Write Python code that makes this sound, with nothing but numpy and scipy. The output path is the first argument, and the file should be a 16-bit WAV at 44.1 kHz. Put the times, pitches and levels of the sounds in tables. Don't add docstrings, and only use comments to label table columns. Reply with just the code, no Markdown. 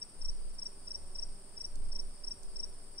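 import sys
import numpy as np
from scipy import signal
from scipy.fft import rfft, irfft, next_fast_len
from scipy.io import wavfile
from scipy.ndimage import map_coordinates

SR = 44100
rng = np.random.default_rng(int(sys.argv[2]) if len(sys.argv) > 2 else 0)


def wrap_up_sound(samples):
    columns = np.atleast_2d(samples).T
    tamed = np.clip(columns, -1, 1)
    steps = np.round(tamed * 32767).astype(np.int16)
    wavfile.write(sys.argv[1], SR, steps)


N = 132300

# f/Hz, density/dB per Hz
AIR_SPECTRUM = [(20, -7), (60, 4), (130, 0.5), (250, -2), (400, -2), (600, -6.5), (950, -8.5),
                (1400, -12.5), (2000, -16), (3500, -18), (6500, -21.5), (9800, -36.5), (12000, -28),
                (15500, -28)]
# f/Hz, correlation
AIR_LIKENESS = [(60, 0), (160, 0.46), (450, 0.54), (800, 0.47), (1300, 0.45), (2000, 0.078), (3300, 0),
                (15000, 0)]
# f/Hz, density/dB per Hz
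DEEP_SPECTRUM = [(4, -25), (11, -9), (15, 4.5), (24, -9.5), (35, -15), (55, -44), (100, -69), (200, -120)]
# f/Hz, density/dB per Hz
BASS_SPECTRUM = [(25, -24), (45, -4.5), (65, 6), (100, -15), (160, -27), (400, -96)]
# t/s, level/dB
DEEP_SWELL = [(0.0, -68), (0.05, -53.5), (0.11, -67), (0.22, -37), (0.32, -32.5), (0.57, -46), (0.99, -50),
              (1.04, -43), (1.31, -38.5), (1.4, -51), (1.64, -48), (1.76, -32.5), (2.05, -35.5),
              (2.17, -50.5), (2.29, -39), (2.37, -58), (2.46, -38), (3.0, -51)]
# t/s, level/dB
BASS_SWELL = [(0, -72), (.15, -68), (.3, -62), (.45, -74), (.6, -72), (.85, -67), (.97, -57), (1.1, -64.5),
              (1.4, -69.5), (1.7, -63.5), (1.97, -58), (2.15, -67.5), (2.3, -67), (2.38, -56.5),
              (2.5, -68.5), (3, -63)]
# multiple of HUM_HZ, level/dB
HUM_HARMONICS = [(2, -73), (3, -78.5), (4, -72), (6, -74.5), (7, -81.5), (8, -85.5), (10, -83.5)]
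# t/s, level/dB
HUM_SWELL = [(0, -14), (.25, -5), (.4, -1), (.8, -1.5), (1.1, 3.5), (1.55, -1.5), (1.9, 3), (2.4, 1),
             (3, 0.5)]
# stroke rate/Hz, time of one stroke/s, centre f/Hz, width/Hz, level/dB
KATYDID_VOICES = [(20.06, .0009, 8150, 380, -66), (20.48, .0056, 8650, 260, -66.5),
                  (22.34, .0105, 9050, 230, -66), (19.42, .0347, 9350, 100, -70.5),
                  (21.45, .04, 8850, 250, -70)]
# f/Hz, density/dB per Hz
CHORUS_SPECTRUM = [(4000, -36), (4450, -11.5), (4770, -0.5), (5000, -8), (5300, -3), (5550, -6),
                   (5750, -25), (6300, -60), (7000, -15), (7600, -13.5), (8400, 3.5), (9000, 5.5),
                   (9400, -8), (9750, -44), (10500, -21), (11500, -51)]
# pitch/Hz, chirp rate/Hz, level/dB
FAR_CRICKET_VOICES = [(4705, 3.1, -78), (4800, 2.29, -76), (5140, 3.3, -77), (5450, 3.7, -75.5)]
# start t/s, relative level/dB
CHIRP_TIMES = [(-.056, -1.3), (.2115, -1.3), (.5835, 0), (.871, 0), (1.1495, 0), (1.5685, -.3), (1.917, -1),
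               (2.2365, -.2), (2.5575, .2), (2.978, 1.2)]
# delay/s, length/s, pitch/Hz, glide over stroke/Hz, stall at end/Hz, level before chirp level/dB
WING_STROKES = [(-.0015, .0192, 5460, 70, 300, -36.5), (.0312, .0222, 5540, 280, 460, -33.5),
                (.069, .0218, 5585, 400, 520, -31.8), (.0898, .007, 5130, -450, 100, -46)]
# t/s, level before colour/dB
TICK_TIMES = [(1.756, -47.5), (2.4324, -47.5)]
# f/Hz, density/dB
TICK_SPECTRUM = [(1000, -20), (3400, -31), (4400, 0), (6000, -8), (7500, 0.5), (9800, -10), (11500, -20),
                 (15500, -25)]
# f/Hz, density/dB
REBOUND_SPECTRUM = [(1000, -18), (9000, -2), (11500, -2), (14500, -14)]

AIR_DB, AIR_PAN_DB = -61, -.55
SWAY_HZ, SWAY_WAVER, SWAY_SPREAD_RAD = 15, .077, .47
SWAY_DB, DEEP_DB, BASS_DB, RUMBLE_PAN_DB = .5, -9, -.5, -1.5
HUM_HZ, HUM_WAVER, HUM_PAN_DB = 97.64, .01495, -1.5
HUM_FADE, HUM_FADE_KNOTS_HZ, HUM_ROUGH, HUM_ROUGH_KNOTS_HZ = .4, 9, .42, 32
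TRILL_DUTY, TRILL_EDGE, TRILL_FLOOR = .35, 3.9, .35
KATYDID_DB, TRILL_PAN_DB, TRILL_LIKENESS = -.5, 3, -.35
CHORUS_DB, CHORUS_LIKENESS = -59.5, -.11
FAR_STROKE_HZ, FAR_T60_S = 28, .52
FAR_GLIDE_HZ, FAR_WAVER_HZ = 162, 35.7
STROKE_PEAK, STALL_SHARE = .69, .17
PITCH_VARY_HZ, BEND_VARY_HZ = 8.2, 30
CATCH_HZ, CATCH_SHARE = 129, .12
TOOTH_HZ, TOOTH_DB = 24, .45
OVERTONE_DB, OVERTONE_KNOTS_HZ = -41, 700
RIGHT_DB, RIGHT_LAG_RAD = -5.5, 2.42
BOUNCE_S, BOUNCE_DB, BOUNCE_HZ = .0034, -15, 5530
WOOD_T60_S, WOOD_DB, DEEP_WOOD_T60_S, DEEP_WOOD_DB = .1, -21.5, .54, -23
WOOD_GAP_S = .008
TICK_RISE_S, TICK_T60_S, REBOUND_S, REBOUND_DB = .0007, .014, .0062, -13
TOP_HZ = 15750


def amp(db):
    return 10 ** (np.asarray(db) / 20)


def unit(x):
    return x / np.sqrt(np.mean(x ** 2) + 1e-20)


def along(points, hz):
    f, v = np.transpose(points)
    return np.interp(np.log(hz + 1), np.log(f + 1), v)


def clock():
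    return np.arange(N) / SR


def swell(points):
    return amp(np.interp(clock(), *np.transpose(points)))


def wobble(knots_hz):
    knots = rng.standard_normal(int(N * knots_hz / SR) + 4)
    return map_coordinates(knots, [clock() * knots_hz])


def turning(pitch_hz):
    return 2 * np.pi * np.cumsum(pitch_hz) / SR


def filtered(x, response):
    m = next_fast_len(N + SR // 2)
    spectrum = rfft(x, m) * response(np.fft.rfftfreq(m, 1 / SR))
    return irfft(spectrum, m)[..., :N]


def pan(db):
    return amp(np.array([[db], [-db]]) / 2)


def noise(gain, likeness):
    def mid_side_gain(hz):
        angle = np.arccos(np.clip(likeness(hz) + 0 * hz, -1, 1)) / 2
        return gain(hz) * np.array([np.cos(angle), np.sin(angle)])

    mid, side = filtered(rng.standard_normal((2, N)), mid_side_gain)
    return unit(np.array([mid + side, mid - side]))


def coloured(spectrum, likeness):
    return noise(lambda hz: amp(along(spectrum, hz)), lambda hz: likeness)


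def trees(x, t60_s):
    t = np.arange(SR) / SR
    tail = rng.standard_normal((2, SR)) * amp(-60 * t / t60_s) * (t > WOOD_GAP_S)
    scatter = signal.fftconvolve(x[None], tail, axes=1)[:, :N]
    return unit(scatter) * np.sqrt(np.mean(x ** 2))


def night_air():
    hush = noise(lambda hz: amp(along(AIR_SPECTRUM, hz)), lambda hz: along(AIR_LIKENESS, hz))
    return amp(AIR_DB) * pan(AIR_PAN_DB) * hush


def deep_rumble():
    phase = turning(SWAY_HZ * (1 + SWAY_WAVER * wobble(10)))
    drift = SWAY_SPREAD_RAD * np.array([wobble(5), wobble(4.96)])
    sway = unit(np.sin(phase + drift))
    deep = swell(DEEP_SWELL) * (amp(SWAY_DB) * sway + amp(DEEP_DB) * coloured(DEEP_SPECTRUM, 0))
    bass = amp(BASS_DB) * swell(BASS_SWELL) * coloured(BASS_SPECTRUM, .33)
    return pan(RUMBLE_PAN_DB) * (deep + bass)


def far_engine():
    def fading():
        return HUM_ROUGH * (wobble(HUM_ROUGH_KNOTS_HZ) + 1j * wobble(HUM_ROUGH_KNOTS_HZ))

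    phase = turning(HUM_HZ * (1 + HUM_WAVER * wobble(4)))
    out = np.zeros((2, N))
    for order, db in HUM_HARMONICS:
        shared = 1 + HUM_FADE * wobble(HUM_FADE_KNOTS_HZ) + fading()
        envelopes = np.array([shared + fading(), shared + fading()])
        out += amp(db) * unit(np.real(envelopes * np.exp(1j * order * phase)))
    return out * pan(HUM_PAN_DB) * swell(HUM_SWELL)


def katydids():
    t, out = clock(), np.zeros((2, N))
    for rate_hz, when_s, centre_hz, width_hz, db in KATYDID_VOICES:
        swing = np.cos(2 * np.pi * rate_hz * (t - when_s)) - np.cos(np.pi * TRILL_DUTY)
        strokes = TRILL_FLOOR + (1 + np.tanh(TRILL_EDGE * swing)) / 2
        rasp = noise(lambda hz: (1 + ((hz - centre_hz) / width_hz / 2) ** 2) ** -2,
                     lambda hz: TRILL_LIKENESS)
        out += amp(KATYDID_DB + db) * unit(strokes * rasp)
    return out * pan(TRILL_PAN_DB)


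def insect_chorus():
    return amp(CHORUS_DB) * coloured(CHORUS_SPECTRUM, CHORUS_LIKENESS)


def far_crickets():
    t, out = clock(), np.zeros((2, N))
    for hz, rate_hz, db in FAR_CRICKET_VOICES:
        stroke = (FAR_STROKE_HZ * t + .3 * wobble(4.9)) % 1
        cycles = rate_hz * t + rng.random() + .074 * wobble(2.9)
        chirp = np.maximum(np.sin(2 * np.pi * cycles), 0)
        pitch_hz = hz - FAR_GLIDE_HZ * (stroke - .5) + FAR_WAVER_HZ * wobble(60)
        song = chirp * np.sin(np.pi * stroke) ** 2 * np.sin(turning(pitch_hz))
        out += amp(db) * trees(unit(song), FAR_T60_S)
    return out


def near_cricket():
    t, level = clock(), np.zeros(N)
    pitch_hz = np.full(N, WING_STROKES[0][2], float)
    for start_s, chirp_db in CHIRP_TIMES:
        for delay_s, length_s, hz, glide_hz, stall_hz, db in WING_STROKES:
            u = (t - start_s - delay_s) / length_s
            on = (u > 0) & (u < 1)
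            u = u[on]
            bow = np.sin(np.pi * np.interp(u, [0, STROKE_PEAK, 1], [0, .5, 1]))
            level[on] = amp(chirp_db + db) * np.abs(bow)
            base = hz + rng.normal(0, PITCH_VARY_HZ)
            glide = rng.normal(glide_hz, BEND_VARY_HZ) * (u - .5)
            catch = CATCH_HZ * np.exp(-u / CATCH_SHARE)
            stall = stall_hz * np.exp((u - 1) / STALL_SHARE)
            pitch_hz[on] = base + glide + catch - stall
    phase = turning(pitch_hz + TOOTH_HZ * wobble(1100))
    overtone = wobble(OVERTONE_KNOTS_HZ) * np.sin(2 * phase) + wobble(OVERTONE_KNOTS_HZ) * np.cos(2 * phase)
    song = level * amp(TOOTH_DB * wobble(1300)) * (np.sin(phase) + amp(OVERTONE_DB) * overtone)

    def right_response(hz):
        bounce = 1 + amp(BOUNCE_DB) * np.exp(-2j * np.pi * (hz - BOUNCE_HZ) * BOUNCE_S)
        return amp(RIGHT_DB) * np.exp(-1j * RIGHT_LAG_RAD) * bounce

    direct = np.array([song, filtered(song, right_response)])
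    short_scatter = amp(WOOD_DB) * trees(song, WOOD_T60_S)
    long_scatter = amp(DEEP_WOOD_DB) * trees(song, DEEP_WOOD_T60_S)
    return direct + short_scatter + long_scatter


def ticks():
    def burst(delay_s):
        total = np.zeros(N)
        for start_s, db in TICK_TIMES:
            t = clock() - start_s - delay_s
            decay = amp(-60 * np.maximum(t - TICK_RISE_S, 0) / TICK_T60_S)
            total += amp(db) * np.clip(t / TICK_RISE_S, 0, 1) * decay
        return total

    rebound = burst(REBOUND_S) * coloured(REBOUND_SPECTRUM, 0)
    return burst(0) * coloured(TICK_SPECTRUM, 0) + amp(REBOUND_DB) * rebound


def scene():
    beds = night_air() + deep_rumble() + far_engine()
    insects = katydids() + insect_chorus() + far_crickets() + near_cricket()
    return beds + insects + ticks()


def record(dry):
    return filtered(dry, lambda hz: hz < TOP_HZ)


dry = scene()
out = record(dry)
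wrap_up_sound(out)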